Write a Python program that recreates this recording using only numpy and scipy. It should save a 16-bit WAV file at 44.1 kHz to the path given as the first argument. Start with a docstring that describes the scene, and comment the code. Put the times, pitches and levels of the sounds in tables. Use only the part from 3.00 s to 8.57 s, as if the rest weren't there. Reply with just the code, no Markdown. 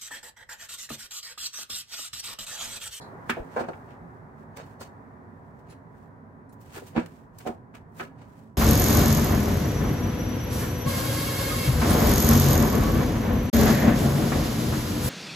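"""Pickles are cut on a board and pressed into the meat in a glass baking dish, on a kitchen worktop.
The blade crunches through, made of tiny noise snaps coloured by steel resonances, and knocks down:
clicks ring the shared modes of board, dish and worktop, and scatter into echoes. Faint bright high tones
flutter and die away, the hands' soft rustle is swelling snaps, and a fan in the small, hard room is
coloured noise with narrow bands of hum."""
import sys
import numpy as np
from scipy import signal
from scipy.fft import rfft, irfft, next_fast_len
from scipy.io import wavfile
from scipy.ndimage import uniform_filter1d

SR = 44100
rng = np.random.default_rng(int(sys.argv[2]) if len(sys.argv) > 2 else 0)


def pcm_store(signal):
    """Save signal as 16-bit PCM."""
    levels = np.round(np.clip(np.atleast_2d(signal), -1, 1) * 32767)
    wavfile.write(sys.argv[1], SR, levels.astype(np.int16).T)


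N = 245637
CLOCK = np.arange(N) / SR  # seconds
SHORT = CLOCK[:SR // 2]  # the half second given to each single sound


def gain_of(db):
    """Turns decibels into an amplitude factor."""
    return 10 ** (np.asarray(db) / 20)


def evened(x):
    """Scales a sound to rms 1."""
    return x / np.sqrt(np.mean(x ** 2) + 1e-20)


def read(points, hz):
    """Reads a curve at hz, with straight lines between its points on a log-frequency axis."""
    point_hz, value = np.transpose(points)
    return np.interp(np.log(hz + 1), np.log(point_hz), value)


def coloured(x, db_at):
    """Filters x by a rule that gives dB for each frequency."""
    length = x.shape[-1]
    size = next_fast_len(length)
    spectrum = rfft(x, size) * gain_of(db_at(np.fft.rfftfreq(size, 1 / SR)))
    return irfft(spectrum, size)[..., :length]


def cut(x, hz, kind, order):
    """Keeps what lies below hz (kind "low") or above it (kind "high")."""
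    return signal.sosfilt(signal.butter(order, hz, kind, fs=SR, output="sos"), x)


def dying(t, t60):
    """Falls 60 dB in t60 seconds."""
    return np.exp(-np.log(1000) * t / t60)


def waver(size, hz):
    """Slow random wandering of rms 1, up to about hz."""
    return evened(cut(rng.standard_normal(size), hz, "low", order=2))


def grains(size, per_s):
    """Tiny snaps of random size at random moments, separate in the two channels."""
    happens = rng.random((2, size)) < per_s / SR
    return evened(rng.standard_normal((2, size)) * happens)


def add(mix, s, sound):
    """Lays a stereo sound into the mix from time s."""
    part = mix[:, round(s * SR):][:, :sound.shape[1]]
    part += sound[:, :part.shape[1]]


# The colour of the fan's air noise. Each row: frequency in Hz, relative level in dB per Hz.
FAN_COLOUR = [(15, -60), (25, -21.5), (102, -1), (170, -2), (190, -12.5), (263, -6), (326, -15), (363, -8),
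              (503, -14.5), (560, -14), (962, -14), (1230, -19.5), (1840, -24), (2910, -50.5), (16000, -60)]
# Narrow bands of hum. Each row: centre in Hz, rms level in dB.
FAN_HUMS = [(104, -61.5), (166, -62.5), (218, -60), (270, -60.5), (380, -82), (985, -66.5), (1233, -82)]
# How alike the fan is at left and right. Each row: frequency in Hz,
# likeness (1 is the same, 0 unrelated, negative leans to opposite).
LIKENESS = [(60, 0.94), (130, 1), (290, 0.67), (640, 0.46), (1410, -0.41), (3100, 0.12)]
# How much the higher part of the air noise is lifted over time. Each row: time in seconds, lift in dB.
RUSH = [(0, 12), (.8, 8.5), (1.3, 5), (2, 5.5), (2.5, 3), (4.4, -1.5), (5.3, 0.5), (5.55, -6.5)]
AIR_DB = -50  # rms level of the air noise before its rush is lifted


def fan(hum_half_width_hz=11, rush_above_hz=420):
    """Air noise whose rush changes in level, with narrow humming bands; the bass is nearly the same at both ears."""
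    hz = np.fft.rfftfreq(N, 1 / SR)
    left, other = rfft(rng.standard_normal((2, N)))
    same = read(LIKENESS, hz)
    pair = np.array([left, same * left + np.sqrt(1 - same ** 2) * other])
    air = gain_of(AIR_DB) * evened(irfft(pair * gain_of(read(FAN_COLOUR, hz)), N))
    hum = np.zeros((2, N))
    for centre_hz, db in FAN_HUMS:
        band = pair / (1 + ((hz - centre_hz) / hum_half_width_hz) ** 2)
        hum += gain_of(db) * evened(irfft(band, N))[:, ::-1]  # played backwards, to differ from the air
    rush = coloured(air, lambda f: -20 * np.log10(1 + (rush_above_hz / (f + 1)) ** 2))
    lift = gain_of(np.interp(CLOCK, *np.transpose(RUSH)))
    return air + rush * (lift - 1) + hum


# Faint bright groups of high tones. Each row: start in seconds, level in dB, rise in seconds,
# ring time as a factor, tilt in dB per octave around 6000 Hz.
HIGH_TONES = [(.007, -50.5, 0.014, 1., -5.5), (2.696, -59, 0.0049, 0.87, 5.5),
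              (3.491, -70.5, 0.0018, 0.79, 12)]
# The tones in each group, about 1 kHz apart in the upper part. Each row: frequency in Hz,
# relative level in dB, seconds to fall 60 dB at factor 1.
TONE_PARTIALS = [(3370, -11, .14), (3962, 1, .2), (4320, 1, .19), (5000, -2, .13), (5370, -3, .12),
                 (6020, -6, .13), (6990, -1, .13), (8020, -4, .12), (9010, -7, .15), (10030, -6, .17),
                 (11020, -8, .13)]


def high_tones(flutter=0.43, flutter_hz=110):
    """A group of high tones whose levels flutter at random, each reaching the ears in its own phase."""
    out = np.zeros((2, N))
    for s, level_db, rise_s, ring, tilt_db in HIGH_TONES:
        swell = 1 - np.exp(-SHORT / rise_s)
        for hz, db, t60 in TONE_PARTIALS:
            wander = cut(rng.standard_normal((2, len(SHORT))), flutter_hz, "low", order=2)
            fluttering = 1 + flutter * evened(wander)
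            phase = rng.random((2, 1))
            tone = fluttering * np.sin(2 * np.pi * (hz * SHORT + phase))
            level = gain_of(level_db + db + tilt_db * np.log2(hz / 6000))
            add(out, s, level * tone * dying(SHORT, ring * t60) * swell)
    return out


# Hands moving over the food. Each row: middle in seconds, level there in dB,
# seconds from the middle until it has faded by about 9 dB.
HANDLING = [(0.054, -69, 0.073), (0.354, -61.5, 0.11), (.74, -67.5, 0.13), (1.122, -78, 0.11),
            (1.405, -69, 0.037), (1.69, -65, 0.064), (2.5, -80.5, 0.25), (3.004, -72, 0.084),
            (3.677, -63.5, 0.075), (4.135, -65.5, 0.1), (4.453, -60, 0.083), (5.36, -66.5, 0.13)]
# The colour of wet food, shared by the rustle and the crunches. Each row: frequency in Hz,
# relative level in dB per Hz.
WET_COLOUR = [(150, -37), (500, -1.5), (1500, -1.5), (2500, -2.5), (3700, -8), (5500, -9), (8200, -8),
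              (10000, -13), (15000, -12)]


def handling(clump_db=1.5, clump_hz=25):
    """A soft, moist rustle, uneven in level, that swells and fades with each move of the hands."""
    rustle = evened(coloured(grains(N, per_s=3700), lambda hz: read(WET_COLOUR, hz)))
    moves = sum(gain_of(db) * np.exp(-((CLOCK - s) / half_s) ** 2) for s, db, half_s in HANDLING)
    return rustle * moves * gain_of(clump_db * waver(N, clump_hz))


def scatter(near_t60=0.05, room_t60=0.27, room_db=-15, low_hz=300):
    """Dense, colourless reflections off worktop and tiles, then the room; different at each ear, and without bass."""
    fade = dying(SHORT, near_t60) + gain_of(room_db) * dying(SHORT, room_t60)
    spectrum = rfft(rng.choice([-1., 1.], (2, len(SHORT))) * fade)
    smooth_power = uniform_filter1d(abs(spectrum) ** 2, size=60, axis=1)
    echoes = irfft(spectrum / np.sqrt(smooth_power), len(SHORT))  # levelled, so no colour is left
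    fade_out = np.cos(np.pi / 2 * SHORT / SHORT[-1]) ** 2
    return cut(echoes * fade_out, low_hz, "high", order=2)


CONTACT_CYCLES = 2.03  # a blow's swell takes about this many cycles of its highest frequency
SCATTER_AT_1KHZ, SCATTER_POWER = 0.91, 0.43  # brighter blows scatter more


def blow(body, db, low_hz, high_hz, direct_db=-1, direct_hz=1500, blow_s=0.012):
    """One contact rings the modes; a soft one swells slowly and leaves out the treble, a light one the bass."""
    ring = cut(cut(body, low_hz, "high", order=3), high_hz, "low", order=3)
    echoes = signal.fftconvolve(ring[None], scatter(), axes=1)[:, :len(SHORT)]
    scattered = SCATTER_AT_1KHZ * (high_hz / 1000) ** SCATTER_POWER
    direct = gain_of(direct_db) * cut(ring, direct_hz, "low", order=1)
    sound = direct + scattered * echoes
    sound = sound * (1 - np.exp(-SHORT * high_hz / CONTACT_CYCLES))
    # same energy for every blow, before db: as if rms 1 for blow_s in both channels
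    return gain_of(db) * sound / np.sqrt(np.sum(sound ** 2) / (2 * blow_s * SR))


# Knocks on board and dish. Each row: start in seconds, rap level in dB, Hz below which the rap is thin,
# Hz above which it is dull, thump level in dB, dB lost at each further contact (negative grows louder).
KNOCKS = [(.295, -23, 1130, 2150, -27.5, 10), (0.3, -28, 1190, 2380, -40, 18),
          (.369, -31, 447, 640, -41, 3), (.395, -33, 35.5, 81, -64, 14),
          (.5628, -25.5, 570, 1090, -35.5, 0.5), (.605, -29, 384, 1190, -29.5, 4),
          (.637, -37.5, 500, 1640, -37, 6.5), (.685, -28, 396, 1050, -36, 14),
          (0.732, -46, 1290, 1600, -55, 16), (1.015, -39, 50, 188, -52, 25),
          (1.396, -41, 130, 192, -53, 11), (1.572, -46.5, 500, 1510, -63, -1),
          (1.811, -39.5, 600, 1370, -50, 11), (3.753, -43.5, 700, 1590, -57, 0),
          (3.769, -37.5, 397, 467, -56, 14), (3.82, -40.5, 415, 526, -54, 13),
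          (3.951, -35, 327, 840, -59, 7), (3.962, -32, 666, 2350, -22.5, 2.5),
          (3.9755, -29.5, 300, 1920, -18.5, 5.5), (4.452, -40.5, 500, 745, -62, -2),
          (4.463, -29.5, 626, 766, -32, 3.5), (4.489, -37.5, 600, 826, -29, 3),
          (4.741, -53.5, 1200, 2200, -51, 1), (4.997, -33.5, 960, 2020, -46.5, 5),
          (5.004, -37.5, 372, 620, -39.5, 5), (5.034, -50, 700, 2310, -60, 10)]
# What board, dish and worktop ring with. Each row: frequency in Hz, dB over the bare click,
# seconds to fall 60 dB.
BODY_MODES = [(173.3, 11, 0.39), (237.5, 17, 0.093), (325, 11.5, 0.041), (390.5, 11.5, 0.096),
              (466, 9, 0.026), (552, 7.5, 0.076), (638, 9, 0.099), (722.6, 7.5, 0.064), (770, -2.5, 0.099),
              (879.5, -7.5, 0.014), (965.6, -0.5, 0.058), (1273, 0, 0.077), (1405, 2, 0.036),
              (1540, -0.5, 0.0242), (1680, 1.5, 0.039), (2278, 3, 0.024), (2520, 4.5, 0.057),
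              (3290, 1, 0.12)]
CHATTER_S, CHATTER_SLOWING = .0062, 1.4  # usual first gap between contacts; growth factor for each next gap
CHATTER_UNEVEN = .15  # share by which a gap varies at random
THUMP_LOW_HZ, THUMP_HIGH_HZ = 210, 354  # range of the board's thump
WORKTOP_LOW_HZ, WORKTOP_HIGH_HZ, WORKTOP_DB = 57.9, 106, -16  # the worktop's boom; dB relative to the thump


def knocks(count=4):
    """Each knock is a rap that chatters through count contacts, over a board thump and a worktop boom."""
    body = np.zeros(len(SHORT))
    for hz, db, t60 in BODY_MODES:
        per_sample = 2 * np.log(1000) / (t60 * SR)  # makes db the height of the peak in the spectrum
        body += gain_of(db) * per_sample * dying(SHORT, t60) * np.cos(2 * np.pi * hz * SHORT)
    body[0] += 1  # the bare click
    out = np.zeros((2, N))
    boom = blow(body, WORKTOP_DB, WORKTOP_LOW_HZ, WORKTOP_HIGH_HZ)
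    for s, rap_db, low_hz, high_hz, thump_db, loss_db in KNOCKS:
        thump = blow(body, thump_db, THUMP_LOW_HZ, THUMP_HIGH_HZ)
        add(out, s, thump + gain_of(thump_db) * boom)
        rap = blow(body, rap_db, low_hz, high_hz)
        for k in range(count):
            add(out, s, gain_of(-k * loss_db) * rap)
            uneven = 1 + CHATTER_UNEVEN * rng.uniform(-0.988, 1)
            s += CHATTER_S * CHATTER_SLOWING ** k * uneven
    return out


# Resonances of the steel blade. Each row: frequency in Hz, width in Hz,
# dB over the bare crunch at ring factor 1.
BLADE = [(2970, 57, 3), (3760, 36, 11), (4320, 110, 9), (4630, 62, 10), (5110, 40, 8), (5370, 55, 6),
         (6100, 100, 8), (6100, 45, -1), (6600, 35, 12.5), (7500, 83, 6.5), (8250, 400, 3.5)]


def blade_db(hz, ring):
    """The blade's resonances stand out of a crunch as far as it rings freely."""
    power = sum(gain_of(db) ** 2 / (1 + (2 * (hz - f) / width) ** 2) ** 2 for f, width, db in BLADE)
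    return 10 * np.log10(1 + ring ** 2 * power)


# The blade crunching through wet flesh. Each row: peak in seconds, level in dB, rise in seconds,
# tilt in dB per octave above 500 Hz, blade ring as a factor.
CRUNCHES = [(0.299, -32.5, 0.0039, -1.5, 0.39), (.535, -53.5, 0.027, -2.5, .2),
            (0.571, -46.5, 0.014, -3, 1), (0.603, -41, .011, -3.5, 1.64), (.686, -48, .005, -5, 2),
            (0.915, -52.5, 0.032, -6, 0.25), (1.571, -44.5, 0.0041, 0, 0.99), (1.6, -44, 0.02, -6, 1.9),
            (1.81, -43, 0.004, 2, 1.3), (1.829, -45, 0.012, -1.5, 1.4), (2.593, -66.5, .006, -1, .5),
            (2.712, -53, 0.02, -3, 0.49), (3.528, -60, 0.0048, 5, 0.34), (3.615, -56.5, 0.0072, 5, .3),
            (3.764, -42, 0.026, -0.3, 0.58), (3.877, -52, 0.029, 1, .4), (3.966, -37, 0.011, -6.5, 0.69),
            (3.995, -37, 0.023, -6.5, .8), (4.0604, -43, 0.00036, -1.5, .1), (4.386, -42.5, 0.0013, 7, 1.5),
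            (4.409, -49, 0.0091, -2.5, .3), (4.474, -37, 0.007, -3.5, .3), (4.754, -46, 0.0058, -2.5, .2),
            (4.965, -54.5, .001, 9, .3), (5., -50, 0.025, 3, .1), (5.01, -37, 0.015, -5.5, 0.87),
            (5.037, -50, 0.0011, -1, .4), (5.19, -58, .006, -5, 0.88), (5.222, -55.5, 0.027, -5, 0.9)]
# a crunch with this rise falls 60 dB in this time; a slower one lasts longer, by this power
CRUNCH_T60_S, CRUNCH_RISE_S, CRUNCH_POWER = 0.17, 0.017, 0.44


def crunches(room_db=-25, room_t60=0.45, clump_db=1.5, clump_hz=60):
    """Cells burst in clumps as the pressure builds, then the crackle dies in the room."""
    out = np.zeros((2, N))
    t = SHORT - SHORT[-1] / 4  # the peak is at 0
    before, after = np.minimum(t, 0), np.maximum(t, 0)
    for s, db, rise_s, tilt_db, ring in CRUNCHES:
        def colour(hz):
            tilt = tilt_db * np.log2(np.maximum(hz, 500))
            return read(WET_COLOUR, hz) + tilt + blade_db(hz, ring)

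        clumps = gain_of(clump_db * waver(len(t), clump_hz))
        crackle = coloured(clumps * grains(len(t), per_s=8200), colour)
        t60 = CRUNCH_T60_S * (rise_s / CRUNCH_RISE_S) ** CRUNCH_POWER
        fade = dying(after, t60) + gain_of(room_db) * dying(after, room_t60)
        swell = np.exp(before / rise_s) * fade
        add(out, s + t[0], gain_of(db) * swell * evened(crackle))
    return out


# How the whole sound leans to one side. Each row: frequency in Hz, left minus right in dB.
BALANCE_DB = [(60, -2), (200, -5), (380, -0.5), (700, -0.5), (4400, -1), (8000, -1), (14000, 4.5)]


def scene():
    """Everything at the worktop; the bass sits a little to the right, the highest treble to the left."""
    mix = fan() + high_tones() + handling() + knocks() + crunches()
    half_each = np.array([[.5], [-.5]])
    return coloured(mix, lambda hz: half_each * read(BALANCE_DB, hz))


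EDGE_HZ = 15900


def record(dry):
    """A steep low-pass filter takes away what lies above EDGE_HZ."""
    low_pass = signal.firwin(511, EDGE_HZ, window=("kaiser", 9), fs=SR)
    return signal.oaconvolve(dry, low_pass[None], "same")


dry = scene()
out = record(dry)
pcm_store(out)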